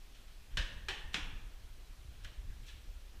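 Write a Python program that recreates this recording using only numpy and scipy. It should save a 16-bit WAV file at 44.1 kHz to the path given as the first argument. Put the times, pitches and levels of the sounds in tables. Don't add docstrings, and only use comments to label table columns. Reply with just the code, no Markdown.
import sys
import numpy as np
from scipy import signal
from scipy.io import wavfile
from scipy.ndimage import uniform_filter1d

SR = 44100
rng = np.random.default_rng(int(sys.argv[2]) if len(sys.argv) > 2 else 0)


def makeup_ratio(level_db):
    decades = np.asarray(level_db, float) / 20
    return 10 ** decades


def log_audio(samples):
    frames = np.atleast_2d(samples).T
    limited = np.clip(frames, -1, 1)
    pcm = np.round(limited * 32767).astype(np.int16)
    wavfile.write(sys.argv[1], SR, pcm)


N = 141120
DIRECTIONS = 7


def evened(x):
    return x / np.sqrt(np.mean(x ** 2) + 1e-20)


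def read(points, hz):
    f, value = np.transpose(points)
    return np.interp(np.log(hz + 1), np.log(f + 1), value)


def causal(points, size=2048):
    hz = abs(np.fft.fftfreq(size, 1 / SR))
    log_gain = np.log(makeup_ratio(read(points, hz)))
    spectrum = np.exp(np.conj(signal.hilbert(log_gain)))
    taps = np.fft.ifft(spectrum).real[:size // 2]
    return taps / np.linalg.norm(taps)


def resonate(x, hz, width_hz):
    return signal.lfilter(*signal.iirpeak(hz, hz / width_hz, SR), x)


def noise(points, size, patchy_db):
    top_hz = 15320
    frames, hz = 4 * N // size + 5, np.fft.rfftfreq(size, 1 / SR)
    a, b, patches = rng.standard_normal((frames, len(hz), 3)).T
    patches = uniform_filter1d(patches, size=10, axis=0)
    patches = evened(uniform_filter1d(patches, size=8, axis=1))
    gain = makeup_ratio(read(points, hz)[:, None] + patchy_db * patches)
    inside = (hz > points[0][0]) & (hz < top_hz)
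    z = (a + 1j * b) * gain * inside[:, None]
    return evened(signal.istft(z, nperseg=size, noverlap=3 * size // 4)[1][:N])


def add(mix, s, sound):
    mix[:, round(s * SR):][:, :sound.shape[-1]] += sound


def rumble():
    # pitch in Hz, level in dB per Hz.
    air_colour = [(7.1, -19), (12, 5), (27, 10), (44, 3.5), (68, -4), (145, -29.5), (400, -36), (520, -43),
                  (880, -120)]
    # time in seconds, level in dB.
    gusts = [(0, -55.5), (.4, -52), (.45, -54.5), (.55, -43.5), (.7, -42), (.84, -45.5), (1.05, -42),
             (1.15, -49.5), (1.27, -43), (1.4, -46.5), (1.5, -49), (1.7, -47), (1.95, -52), (2.1, -45.5),
             (2.35, -48.5), (2.45, -40), (2.6, -48.5), (3.2, -50.5)]
    # pitch in Hz, level in dB per Hz.
    flutter_colour = [(50, -11.5), (90, 2), (150, -9), (350, -21.5)]
    lump_s, lump_db = 0.036, 2
    calm_db, flutter_db, flutter_growth = -48, -66.5, 1.2

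    s, db = np.transpose(gusts)
    width = round(lump_s * SR)
    lumps = uniform_filter1d(rng.standard_normal(N), width)
    lumps = evened(uniform_filter1d(lumps, width))
    level_db = np.interp(np.arange(N) / SR, s, db) + lump_db * lumps
    flutter = noise(flutter_colour + [(2000, -96)], size=2048, patchy_db=-0.5)
    flutter = makeup_ratio(flutter_db + flutter_growth * (level_db - calm_db)) * flutter
    return makeup_ratio(level_db) * noise(air_colour, size=4096, patchy_db=1.5) + flutter


def hiss():
    # pitch in Hz, level in dB per Hz.
    hiss_colour = [(88, -28), (150, -7), (352, -7.5), (428, -8), (471, -10.5), (1130, -12.5), (1600, -14.5),
                   (5540, -19.5), (15500, -24)]
    return makeup_ratio(-66.5) * noise(hiss_colour, size=1024, patchy_db=1.1)


def room_tone():
    # pitch in Hz, level in dB per Hz.
    tone_colour = [(300, -6), (1200, -6.5), (2600, -2), (4500, -4.5), (7000, -17.5), (12000, -27)]
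    return makeup_ratio(-70.5) * noise(tone_colour, size=1024, patchy_db=1.8)


def smack(start, strength_db, length, palm_db, bright_db):
    # pitch in Hz, level in dB.
    wet_colour = [(200, -36.5), (900, -15), (1400, -6.5), (2200, -6), (3000, -0.5), (4600, -12),
                  (8300, -26.5), (15000, -35)]
    clicks_per_s, click_spread_db = 5000, 1.5
    rise_s, rise_share = 0.00063, 0.42
    palm_hz, palm_width_hz = 1730, 594
    pivot_hz = 3000

    t = np.arange(4096) / SR
    hit, size, sign = rng.random((3, DIRECTIONS, len(t)))
    rise = np.minimum(t / (rise_s + rise_share * length), 1) ** 2
    shape = rise * np.exp(-t / max(length, 5e-4))
    happens = hit < clicks_per_s / SR
    loudness = makeup_ratio(-click_spread_db * np.log(size + 0.012))
    clicks = shape * happens * loudness * np.sign(sign - 0.5)
    clicks = clicks * np.linalg.norm(shape) / (np.linalg.norm(clicks, axis=1, keepdims=True) + 1e-9)
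    colour = causal([(hz, db + bright_db * np.log2(hz / pivot_hz)) for hz, db in wet_colour])
    wet = signal.fftconvolve(clicks, colour[None], axes=1)[:, :len(t)]
    palm = resonate(resonate(wet, palm_hz, palm_width_hz), palm_hz, palm_width_hz)
    return start, makeup_ratio(strength_db) * (wet + makeup_ratio(palm_db) * palm)


def room(x):
    # pitch in Hz, time to fall by 60 dB in seconds.
    ring_times = [(150, .9), (300, 0.94), (1040, 0.97), (1700, 0.79), (2760, 0.75), (5000, 0.54),
                  (7500, 0.54), (13000, 0.6)]
    gap_s, early_db, early_s = 0.0012, 7, 0.028

    echoes = np.zeros((len(x), SR))
    at = np.arange(0, SR - 20, 20) + rng.integers(0, 20, (len(x), SR // 20 - 1))
    np.put_along_axis(echoes, at, rng.choice([-1., 1.], at.shape), 1)
    hz, t, z = signal.stft(echoes, SR, nperseg=128)
    ring_s = np.maximum(read(ring_times, hz), 0.05)
    fading = makeup_ratio(-60 * t / ring_s[:, None])
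    tail = signal.istft(z * fading, SR, nperseg=128)[1][:, :SR]
    t = np.arange(SR) / SR
    tail = tail * np.clip(t / gap_s - 1, 0, 1) * makeup_ratio(early_db * np.exp(-t / early_s))
    tail = tail / np.linalg.norm(tail)
    return makeup_ratio(5.5) * signal.fftconvolve(x, tail, axes=1)[:, :N].sum(0)


def cavity(air):
    # pitch in Hz, width in Hz, level of its added ringing in dB.
    resonances = [(1720, 460, -10), (2505, 440, -5), (3360, 630, -2), (4070, 530, -4), (5670, 660, 3.5),
                  (6420, 480, 4), (7570, 690, 6), (9300, 590, -2)]
    ringing = sum(makeup_ratio(db) * resonate(air, hz, width_hz) for hz, width_hz, db in resonances)
    return makeup_ratio(-2.5) * (air + ringing)


def bump(start, strength_db, hz, length):
    t = np.arange(round(length * SR)) / SR
    swings = np.sin(-2 * np.pi * hz * t * (1.2 - 0.27 * t / length))
    return start, makeup_ratio(strength_db) * np.hanning(len(t))[None] * swings


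def push(start, strength_db, hz, width_hz):
    blow = np.zeros(4096)
    blow[round(0.001 * SR)] = 20
    return start, makeup_ratio(strength_db) * resonate(resonate(blow, hz, width_hz), hz, width_hz)


def scene():
    # start in seconds, strength in dB, squelch length in seconds,
    # cupped-palm level in dB, brightness in dB per octave.
    smacks = [
        (0.5696, -28, 0.0039, 3, -1),
        (0.8837, -28, 0.0028, 0.5, -1),
        (1.142, -21.5, 0.0014, -7.5, -1.5),
    ]
    touches = [(0.144, -59, 0.0094, -21, 1), (0.278, -56, 0.0027, -18, -0.5),
               (0.493, -67.5, 0.041, -3, -4.5), (1.13, -49, 0.0067, 0, 3), (2.2374, -47.5, 0.00081, -10, 7),
               (2.2448, -43.5, 0.0023, 0, -1), (2.249, -51, 0.0013, 8, -3), (2.487, -74, 0.018, 18, 0),
               (2.659, -59, 0.015, -11, 7), (2.675, -54.5, 0.016, -7, 0.5), (2.188, -68.5, 0.038, -4, -4),
               (2.61, -69.5, 0.053, -9, -1.5)]
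    # start in seconds, strength in dB, pitch in Hz, width in Hz.
    pushes = [(.571, -33, 560, 313), (.572, -25.5, 140, 104), (0.57, -33, 977, 294), (.885, -30, 402, 150),
              (.886, -29, 830, 209), (1.143, -22.5, 174, 117), (1.143, -25.5, 254, 90),
              (1.143, -30.5, 414, 195), (1.143, -34, 730, 397), (2.247, -45, 610, 196),
              (2.248, -49, 1200, 302)]
    cracks = [
        (0.572, -34, 0.0022, -12, 6),
        (0.887, -30.5, .001, -10, 4.5),
        (1.143, -21.5, 0.0015, -10, 0),
        (2.247, -40, 0.0011, -23, 5),
        (2.688, -51, .003, -10, 5),
        (2.2492, -46.5, 0.0031, 12.5, -3),
    ]
    # start in seconds, strength in dB, pitch in Hz, length in seconds.
    puffs = [(.53, -41, 40, .04), (0.58, -31, 59.5, 0.044), (.6, -44.5, 113, 0.034),
             (1.326, -44, 99, 0.023), (1.701, -53, 78.4, 0.037), (2.041, -51, 118, 0.026),
             (2.076, -40.5, 64, 0.034), (2.367, -37, 49, 0.053), (.565, -40, 122, 0.022)]

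    hand, straight = np.zeros((2, DIRECTIONS, N))
    capsule = (rumble() + hiss())[None]
    for row in smacks + touches:
        add(hand, *smack(*row))
    for row in pushes:
        add(hand, *push(*row))
    for row in cracks:
        add(straight, *smack(*row))
    for row in puffs:
        add(capsule, *bump(*row))
    air = hand[0] + straight[0] + room(hand[1:]) + room_tone()
    return cavity(air) + capsule


def roll_off(x):
    return signal.sosfilt(signal.butter(12, 16060, fs=SR, output="sos"), x)


def record(dry):
    low_pass = signal.butter(10, 15200, fs=SR, output="sos")
    return roll_off(signal.sosfilt(low_pass, dry))


dry = scene()
out = record(dry)
log_audio(out)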